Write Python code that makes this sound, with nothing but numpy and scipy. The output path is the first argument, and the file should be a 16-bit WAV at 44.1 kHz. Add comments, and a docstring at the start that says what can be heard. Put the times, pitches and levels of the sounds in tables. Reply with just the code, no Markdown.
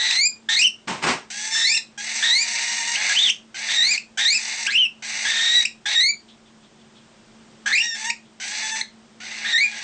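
"""Cockatiel chicks beg for food in a small room. Each call starts as a hoarse, buzzing hiss; a rough tone
forms in it, clears, climbs with a warble to a squeal, and many calls end in a short upward yip. Now and then
one whines; a bird beats its wings, soft ticks sound late on, an appliance hums. Squeals and yips are whistles
with overtones, hisses are buzz and noise through throat resonances, whines are harmonic stacks, wings and
ticks are shaped noise; a room response and a narrow-band microphone with automatic gain follow."""
import sys
import numpy as np
from scipy import signal
from scipy.fft import rfft, irfft
from scipy.io import wavfile
from scipy.ndimage import uniform_filter1d

SR = 44100
rng = np.random.default_rng(int(sys.argv[2]) if len(sys.argv) > 2 else 0)


def waveform_to_disk(signal):
    """Save audio, clipped to [-1, 1], as 16-bit WAV at the path in sys.argv[1]."""
    frames = np.transpose(np.atleast_2d(signal))
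    scaled = np.clip(frames, -1, 1) * 32767
    samples = np.round(scaled).astype(np.int16)
    wavfile.write(sys.argv[1], SR, samples)


N = 433503
TIME = np.arange(N) / SR


def from_db(db):
    """Decibels to amplitude gain."""
    return 10 ** (np.asarray(db) / 20)


def rms_one(x):
    """Scale to unit power."""
    return x / np.sqrt(np.mean(x ** 2) + 1e-20)


def at_hz(points, hz):
    """Interpolate (frequency [Hz], level [dB]) points on a log-frequency axis."""
    point_hz, point_db = np.transpose(points)
    return np.interp(np.log(np.maximum(hz, 1)), np.log(point_hz), point_db)


def noise(spectrum):
    """Unit-power Gaussian noise shaped by a spectrum."""
    gains = from_db(at_hz(spectrum, np.fft.rfftfreq(N, 1 / SR)))
    return rms_one(irfft(rfft(rng.standard_normal(N)) * gains, N))


def butter(x, hz, kind, order=2):
    """Causal low- or high-pass."""
    return signal.sosfilt(signal.butter(order, hz, kind, fs=SR, output="sos"), x)


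def wander(rate_hz, size):
    """Random motion of unit spread, low-passed at the given rate."""
    settled = butter(rng.standard_normal(size + SR // 10), rate_hz, "low")[-size:]
    return rms_one(settled)


def resonate(x, hz, width_hz):
    """Two-pole resonance, about unit gain at its peak."""
    r = np.exp(-np.pi * width_hz / SR)
    zeros = np.array([1, 0, -1]) * (1 - r * r) / 2
    poles = [1, -2 * r * np.cos(2 * np.pi * hz / SR), r * r]
    return signal.lfilter(zeros, poles, x)


def gate(start_s, length_s, attack_s, release_s):
    """A call's sample indices, time since its start and on-off envelope."""
    first = max(int(start_s * SR), 0)
    last = min(int((start_s + length_s + release_s) * SR), N)
    at = np.arange(first, last)
    t = np.maximum(TIME[at] - start_s, 0)
    attack = np.clip(t / attack_s, 0, 1)
    release = np.clip(1 - (t - length_s) / release_s, 0, 1)
    return at, t, attack * release


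def syrinx(pitch_hz, overtone_db, slope_db=-0.5):
    """Whistle of unit power with three overtones coloured by the beak; slope is dB per harmonic number."""
    # beak colour: (frequency [Hz], relative level [dB])
    beak = [(3000, 7), (3750, 14), (4500, -3.5), (5200, -2), (5900, -5.5), (6600, -15), (7300, 1),
            (8000, -12), (9000, -21)]
    phase = 2 * np.pi * np.cumsum(pitch_hz) / SR
    k = np.arange(2, 5)[:, None]
    gains = from_db(at_hz(beak, k * pitch_hz) + slope_db * k)
    gains *= from_db(overtone_db) / np.sqrt(np.sum(gains ** 2, axis=0))
    wave = np.sin(phase) + np.sum(gains * np.sin(k * phase), axis=0)
    return wave * np.sqrt(2 / (1 + from_db(overtone_db) ** 2))


def squeals(jitter=0.0768, jitter_hz=500, shimmer_db=2.5, shimmer_hz=450, accent_db=2.5, accent_s=0.0099,
            drift=0.0045, drift_hz=45):
    """A hoarse tone clears, climbs with a warble and falls; returns the sound and its clearness (0-1)."""
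    # squeals, levels before the mix: (start [s], middle of clearing after start [s], clearing time [s],
    #   hold [s], climb [s], fall [s], low pitch [Hz], top pitch [Hz], end pitch [Hz],
    #   climb bend [1 straight, above 1 arched], hoarse level [dB], clear level [dB], top level [dB],
    #   extra overtones when low [dB], extra overtones at the top [dB], roughness once clear [0-1],
    #   warble dip [share of pitch], warble rate [Hz])
    calls = [ (-.05, .218, 0.012, .2, 0.11, 0.018, 1944, 2460, 2420, 1.05, -21, -16.5, -15, -2, 5.5, 0.017, 0.034, 45),
             (0.487, .066, 0.036, 0.069, 0.091, 0.032, 1934, 3074, 2716, 1.19, -19.5, -17, -13.5, 2, -3.5, 0.14, 0.14, 39.8),
             (1.548, 0.082, 0.037, 0.083, 0.12, 0.027, 1870, 2793, 2474, 0.88, -25.5, -15, -18.5, -1.5, 2, .06, 0.077, 41.1),
             (2.225, .082, .025, 0.076, 0.12, .015, 1873, 2430, 2380, 0.92, -19, -12.5, -19.5, 1, 2, 0.14, 0.022, 34.8),
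             (3.095, 0.067, 0.024, 0.038, 0.1, 0.066, 1745, 3700, 2646, 2.3, -28, -14, -14.5, -3, -14, 0.31, .05, 30),
             (3.685, 0.082, 0.032, .13, 0.1, 0.039, 1903, 2476, 2110, .9, -25.5, -14.5, -18, 2.5, -0.5, 0.036, 0.047, 47.1),
             (4.181, 0.072, 0.0079, 0.078, 0.094, 0.026, 1868, 2617, 2370, 1.05, -22.5, -13.5, -18, 3, 2, 0.069, 0.054, 44.7),
             (4.674, 0.071, 0.019, 0.021, 0.09, 0.082, 1688, 3113, 2596, 1.37, -24.5, -15.5, -14, -2, -17.5, 0.22, 0.13, 37.3),
             (5.251, 0.22, 0.26, .17, .14, .047, 1830, 1946, 1903, 0.9, -25, -10, -11.5, 1, 2, 0.089, 0.014, 50),
             (5.855, .1, 0.014, .13, 0.11, 0.014, 1905, 2314, 2310, 1.1, -26.5, -13.5, -16.5, 1, -0.5, 0.027, 0.049, 35.8),
             (7.658, 0.064, 0.028, 0.056, 0.094, .015, 1762, 2830, 2737, 1.72, -27.5, -13.5, -17, -8.5, -9.5, 0.21, 0.19, 40.4),
             (9.446, 0.086, 0.017, 0.12, 0.074, 0.025, 1893, 2466, 2370, 1.06, -28, -15, -16.5, -5, -17.5, 0.065, 0.069, 37.4)]
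    # overtone strength, high squeals are nearly pure: (pitch [Hz], overtones re fundamental [dB])
    richness = [(1650, -5), (1780, -2), (1890, 8.5), (2100, 5.5), (2450, 1), (2800, -4), (3100, -12),
                (3600, -13)]
    scoop_share, scoop_s = 0.1, 0.018  # starts under the low pitch and slides up
    hoarse_roughness, onset_clearing = 0.759, 0.62  # roughness 0-1; share of it missing at the onset
    warble_dip_db = 4
    fall_curve, fall_db_per_s = 1.6, 100.5  # the air runs out as the pitch falls
    out, clearness = np.zeros(N), np.zeros(N)
    for (start_s, hoarse_s, clearing_s, hold_s, climb_s, fall_s, low_hz, top_hz, end_hz, bend,
         hoarse_db, clear_db, top_db, low_extra_db, top_extra_db, grit, warble, warble_hz) in calls:
        top_s = hold_s + climb_s
        at, t, on = gate(start_s, top_s + fall_s, attack_s=0.0026, release_s=0.0036)
        n = len(at)
        clear = np.clip((t - hoarse_s) / clearing_s + 0.5, 0, 1)
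        rising = 1 - np.clip((top_s - t) / climb_s, 0, 1) ** bend
        falling = np.clip((t - top_s) / fall_s, 0, 1) ** fall_curve
        pitch_hz = low_hz * (1 - scoop_share * np.exp(-t / scoop_s))
        pitch_hz = pitch_hz + (top_hz - low_hz) * rising + (end_hz - top_hz) * falling
        # a chain of arches with sharp dips; the last crest is the top of the call
        arches = np.abs(np.cos(np.pi * warble_hz * np.minimum(t - top_s, 0)))
        dip = clear * (1 - arches)
        pitch_hz = pitch_hz * (1 - warble * dip)
        overtone_db = at_hz(richness, pitch_hz) + low_extra_db + (top_extra_db - low_extra_db) * rising
        # pent-up pressure makes the first instant louder and cleaner
        accent = np.exp(-t / accent_s)
        rough = hoarse_roughness + (grit - hoarse_roughness) * clear
        rough = np.clip(rough * (1 - onset_clearing * accent), 0, 1)
        pitch_hz = pitch_hz * (1 + drift * wander(drift_hz, n) + jitter * rough * wander(jitter_hz, n))
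        shake = rms_one(from_db(shimmer_db * rough * wander(shimmer_hz, n)))
        db = hoarse_db + (clear_db - hoarse_db) * clear + (top_db - clear_db) * rising
        db = db + accent_db * accent - warble_dip_db * dip - fall_db_per_s * fall_s * falling
        out[at] += on * from_db(db) * shake * syrinx(pitch_hz, overtone_db)
        clearness[at] = on * clear
    return out, clearness


def rasp_controls(clearness, breakup=0.74, breakup_hz=14):
    """Level, pitch, brightness and voiced share of the hisses; clear squeals take the air from them."""
    # hoarse hisses: (start [s], length [s], settled pitch [Hz], full level before ducking and mix [dB],
    #   swell [dB], brightness [dB], voiced share gained by the end, before breakup [0-1])
    hisses = [ (0.0, 0.2, 990, -23, 5, 1.5, 0.06), (0.49, 0.14, 988, -21.5, 5, 3, 0),
              (1.301, 0.48, 905, -25.5, 9, 6.5, 0.82), (1.976, 1, 936.7, -23.5, 9.5, 2.5, 0.41),
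              (2.965, 0.33, 960, -19, 8.5, -1, 0), (3.543, 0.42, 908, -21.5, 13, -2, 0.01),
              (4.173, .5, 918, -27, -3.5, 1.5, .12), (5.022, 0.61, 908, -23, 10, 0, .05),
              (5.858, .16, 967, -27.5, -2.5, -3.5, 0), (7.659, .2, 910, -31.5, -2.5, 0.5, 0.4),
              (7.946, .16, 963.5, -20.5, 13, 1.5, 0.66), (8.399, 0.41, 880, -26.5, 6, 1.5, 0.51),
              (9.201, 0.81, 837.5, -32.5, 8, -7, 0.2)]
    # level and buzz pitch settle as the pressure builds
    swell_s, settle_share, settle_s = 0.13, 0.16, 0.11
    catch_share, catch_db, catch_s = 0.48, 1, 0.026  # the voice catches briefly at the onset
    brightening_db = 2  # from start to end of a hiss
    duck_db, duck_bright_db, return_hz = 6, 1, 4.4  # the low part ducks most; rate of return
    beak_wobble_db, beak_wobble_hz = 1.5, 12  # brightness shifts as the beak moves
    level, pitch_hz, bright_db, voiced = np.zeros(N), np.full(N, 900.), np.zeros(N), np.zeros(N)
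    for start_s, length_s, hz, db, swell_db, brightness_db, voice in hisses:
        at, t, on = gate(start_s, length_s, attack_s=0.0024, release_s=0.008)
        catch = np.exp(-t / catch_s)
        level[at] = on * from_db(db - swell_db * np.exp(-t / swell_s) + catch_db * catch)
        pitch_hz[at] = hz * (1 - settle_share * np.exp(-t / settle_s))
        bright_db[at] = brightness_db + brightening_db * (t / length_s - 0.5)
        voiced[at] = catch_share * catch + voice * t / length_s
    voiced = np.clip(voiced * (1 + breakup * wander(breakup_hz, N)), 0, 1)
    duck = np.maximum(clearness, butter(clearness, return_hz, "low", order=1))
    bright_db = bright_db + duck_bright_db * duck + beak_wobble_db * wander(beak_wobble_hz, N)
    return level * from_db(-duck_db * duck), pitch_hz, bright_db, voiced


def throat(source, buzzing):
    """Parallel throat and beak resonances, then dips in the spectrum; unit power."""
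    # resonances: (frequency [Hz], width [Hz], level for the hiss [dB], level for the buzz [dB])
    resonances = [(749, 280, -7.5, -9.5), (1647, 720, -3, 4), (2110, 433, 6.5, -6.5), (2890, 280, 0, -1),
                  (3450, 700, -2, 0), (4420, 1140, 2, -10), (5440, 720, 2.5, -1), (6183, 540, 3.5, 2.5),
                  (7895, 810, -4.5, -5)]
    # spectral dips: (frequency [Hz], width [Hz], depth [0-1])
    dips = [(3200, 70, 0.3), (5290, 390, 0.6), (6780, 690, 0.3)]
    voice, sign = 0, 1
    for hz, width_hz, hiss_db, buzz_db in resonances:
        db = buzz_db if buzzing else hiss_db
        voice = voice + sign * from_db(db) * resonate(source, hz, width_hz)
        sign = -sign
    for hz, width_hz, depth in dips:
        voice = voice - depth * resonate(voice, hz, width_hz)
    return rms_one(voice)


def rasps(clearness, jitter=0.036, steadying=0.56, jitter_hz=300, sway=0.009, sway_hz=22, puff=0.5,
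          flutter_db=0.74, flutter_hz=260, tremble_db=1.25, tremble_hz=40, split_hz=4200, low_cut_hz=620):
    """Slack membranes buzz unevenly and chop the air stream; both sound through the throat."""
    level, pitch_hz, bright_db, voiced = rasp_controls(clearness)
    # more voice, steadier pitch
    uneven = jitter * (1 - steadying * voiced) * wander(jitter_hz, N)
    pitch_hz = pitch_hz * (1 + uneven + sway * wander(sway_hz, N))
    phase = 2 * np.pi * np.cumsum(pitch_hz) / SR
    unsteady = from_db(flutter_db * wander(flutter_hz, N) + tremble_db * wander(tremble_hz, N))
    # buzz and hiss arise at different places, so they drive the resonances differently
    pulses = sum(np.cos(k * phase) for k in range(1, 11))
    chopped_air = rng.standard_normal(N) * (1 + puff * np.cos(phase))
    buzz = throat(unsteady * pulses, buzzing=True)
    hiss = throat(unsteady * chopped_air, buzzing=False)
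    voice = butter(np.sqrt(voiced) * buzz + np.sqrt(1 - voiced) * hiss, low_cut_hz, "high")
    # a wider beak tips the balance towards the treble
    low = butter(butter(voice, split_hz, "low"), split_hz, "low")
    high = butter(butter(voice, split_hz, "high"), split_hz, "high")
    return level * (low * from_db(-bright_db / 2) + high * from_db(bright_db / 2))


def yips(jitter=0.02, jitter_hz=700):
    """The syrinx snaps tight for an instant: a bright, slightly cracked upward chirp."""
    # yips: (start [s], length [s], start pitch [Hz], end pitch [Hz], peak level before the mix [dB],
    #   overtones re fundamental [dB])
    snaps = [(0.108, 0.0072, 2140, 2750, -16, -3), (1.773, 0.0072, 1860, 2050, -17.5, 11),
             (2.952, 0.014, 2080, 3140, -19.5, -11), (3.294, 0.017, 2120, 3310, -13, -6.5),
             (3.976, 0.0074, 2240, 2690, -17.5, -9), (4.663, .013, 1920, 2953, -16, -7.5),
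             (5.607, 0.0091, 1880, 2290, -22.5, 1), (5.65, 0.011, 2070, 2800, -14, -3.5),
             (8.098, 0.012, 1830, 2670, -16.5, -5), (8.811, 0.0072, 1788, 2160, -17.5, 4.5)]
    out = np.zeros(N)
    for start_s, length_s, start_hz, end_hz, db, overtone_db in snaps:
        u = np.linspace(0, 1, int(length_s * SR))
        pitch_hz = start_hz + (end_hz - start_hz) * np.sin(np.pi / 2 * u)
        pitch_hz = pitch_hz * (1 + jitter * wander(jitter_hz, len(u)))
        swell = np.abs(np.sin(np.pi * u)) ** 0.9
        at = int(start_s * SR) + np.arange(len(u))
        out[at] += from_db(db) * swell * syrinx(pitch_hz, overtone_db, slope_db=0.5)
    return out


def whines(jitter=0.014, jitter_hz=200):
    """Regular, tight vibration: a clean stack of harmonics on a shallow arch of pitch."""
    # whines: (start [s], length [s], pitch [Hz], arch [share of pitch], level [dB], fade [dB/s],
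    #   tilt [dB/octave])
    calls = [(1.502, .285, 906, -0.018, -19.5, 20, 2.5), (7.808, .155, 881, 0.063, -16.5, 76, -3)]
    # harmonic strength: (frequency [Hz], relative level [dB])
    colour = [(900, -38), (1800, 2), (2700, -4.5), (3600, 4.5), (4500, -16), (5500, 9.5), (6300, -10),
              (7200, 1.5), (8500, -26)]
    out = np.zeros(N)
    for start_s, length_s, hz, arch, db, fade_db_per_s, tilt_db in calls:
        at, t, on = gate(start_s, length_s, attack_s=0.035, release_s=0.019)
        pitch_hz = hz * (1 + arch * np.sin(np.pi * (t / length_s) ** 0.7))
        phase = 2 * np.pi * np.cumsum(pitch_hz * (1 + jitter * wander(jitter_hz, len(at)))) / SR
        stack = 0
        for k in range(1, 10):
            gain = from_db(at_hz(colour, k * pitch_hz) + tilt_db * np.log2(k))
            stack = stack + gain * np.sin(k * phase + rng.uniform(0, 2 * np.pi))
        out[at] += on * from_db(db - fade_db_per_s * t) * rms_one(stack)
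    return out


def wings(rustle_db=1.5, rustle_hz=350, push_hz=190, push_width_hz=150):
    """Each beat is a rush of air, grainy with feathers brushing past each other, over a low push."""
    # wing beats: (start [s], level before the mix [dB], swell [s], hold [s], fade [s],
    #   low push of air re rustle [dB])
    beats = [(0.872, -25, 0.0093, 0.017, 0.06, -8), (1.017, -21, 0.024, 0.031, 0.032, -24),
             (1.06, -19, 0.0099, 0.044, 0.037, -28)]
    # rustle density: (frequency [Hz], relative level [dB])
    feathers = [(53, -43), (90, -18), (216, -0.5), (639, -3), (1010, 3), (1340, -3), (2660, -3.5),
                (3280, -9), (5590, -11), (8500, -16), (11000, -47), (18700, -120)]
    power, push_power = 0, 0
    for start_s, db, swell_s, hold_s, fade_s, push_db in beats:
        t = TIME - start_s
        stroke = from_db(db) * np.clip(t / swell_s, 0, 1) * np.exp(-np.maximum(t - hold_s, 0) / fade_s)
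        power = power + stroke ** 2
        push_power = push_power + (stroke * from_db(push_db)) ** 2
    rustle = rms_one(noise(feathers) * from_db(rustle_db * wander(rustle_hz, N)))
    push = resonate(rng.standard_normal(N), push_hz, push_width_hz)
    push = rms_one(resonate(push, push_hz, push_width_hz))
    return np.sqrt(power) * rustle + np.sqrt(push_power) * push


def ticks(hz=3450, width_hz=450, swell_s=0.016):
    """Tiny husky sounds from a nearly closed beak: resonant noise in short swells."""
    # ticks: (time, half a swell before the peak [s], peak level before the mix [dB])
    clicks = [(6.288, -48), (6.46, -55.5), (6.63, -55), (6.795, -57), (6.96, -52), (7.39, -71),
              (8.254, -57), (8.9, -61)]
    level = 0
    for time_s, db in clicks:
        u = np.clip((TIME - time_s) / swell_s + 0.5, 0, 20)
        level = level + from_db(db) * u * np.exp(1 - u)
    return level * rms_one(resonate(rng.standard_normal(N), hz, width_hz))


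def room(x, first_s=0.0039, early_s=0.036, wall_hz=7000, t60_s=0.21, early_db=-35, tail_db=-11):
    """Quick reflections from the table and box, plus a short diffuse tail, as decaying noise."""
    t = TIME[:SR // 2]
    early = rng.standard_normal(len(t)) * np.exp(-t / early_s) * (t > 0.001)
    tail = rng.standard_normal(len(t)) * from_db(-60 * t / t60_s) * (t > first_s)
    tail = butter(tail, wall_hz, "low", order=1)
    response = from_db(early_db) * early / np.linalg.norm(early)
    response = response + from_db(tail_db) * tail / np.linalg.norm(tail)
    return x + signal.fftconvolve(x, response)[:N]


def background(tone_db=-53.5, waver=0.0062, waver_hz=11.1):
    """Steady room noise and a slightly wavering motor hum."""
    # room noise density: (frequency [Hz], relative level [dB])
    room_tone = [(15, -46.5), (25, -18), (70, -26.5), (127, -15), (188, -16), (224, -5), (253, -18),
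                 (385, -18.5), (469, -20), (645, -20), (2440, -27.5), (3360, -27), (4300, -30.5),
                 (5110, -29.5), (9000, -34.5), (11700, -72.5), (19800, -120)]
    # appliance hum: (frequency [Hz], RMS level before the mix [dB])
    hum_tones = [(222.6, -56.5), (138, -73.5), (327, -68), (379, -68)]
    turns_s = np.cumsum(1 + waver * wander(waver_hz, N)) / SR
    hum = sum(from_db(db) * np.sqrt(2) * np.sin(2 * np.pi * hz * turns_s) for hz, db in hum_tones)
    return hum + from_db(tone_db) * noise(room_tone)


def gain_control(x, ceiling_db=-18, range_db=5, recovery_db_per_s=2.5, window_s=0.004):
    """Loud calls push the gain down, at most by its range; it starts there and creeps back in the pauses."""
    power = uniform_filter1d(x ** 2, max(int(window_s * SR), 1))
    excess_db = np.clip(10 * np.log10(np.maximum(power, 1e-12)) - ceiling_db, 0, range_db)
    recovery_db = recovery_db_per_s * TIME
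    held_db = np.maximum.accumulate(np.maximum(excess_db + recovery_db, range_db), axis=-1)
    return x * from_db(recovery_db - held_db)


def scene(squeal_db=4.5, rasp_db=3.0, yip_db=4, wing_db=5.0, tick_db=2, background_db=3.5):
    """Mix the birds, add the room's response, lay the background under them."""
    tones, clearness = squeals()
    birds = from_db(squeal_db) * tones
    birds = birds + from_db(rasp_db) * rasps(clearness)
    birds = birds + from_db(yip_db) * yips() + whines()
    birds = birds + from_db(wing_db) * wings() + from_db(tick_db) * ticks()
    mix = room(birds) + from_db(background_db) * background()
    return mix[None]


def record(dry, top=0.46, cutoff_hz=8650):
    """A small microphone with automatic gain, rounded peaks and a narrow band."""
    x = gain_control(dry)
    x = x / (1 + (x / top) ** 8) ** (1 / 8)
    band = signal.ellip(10, 0.3, 80, cutoff_hz, fs=SR, output="sos")
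    return signal.sosfilt(band, x)


dry = scene()
out = record(dry)
waveform_to_disk(out)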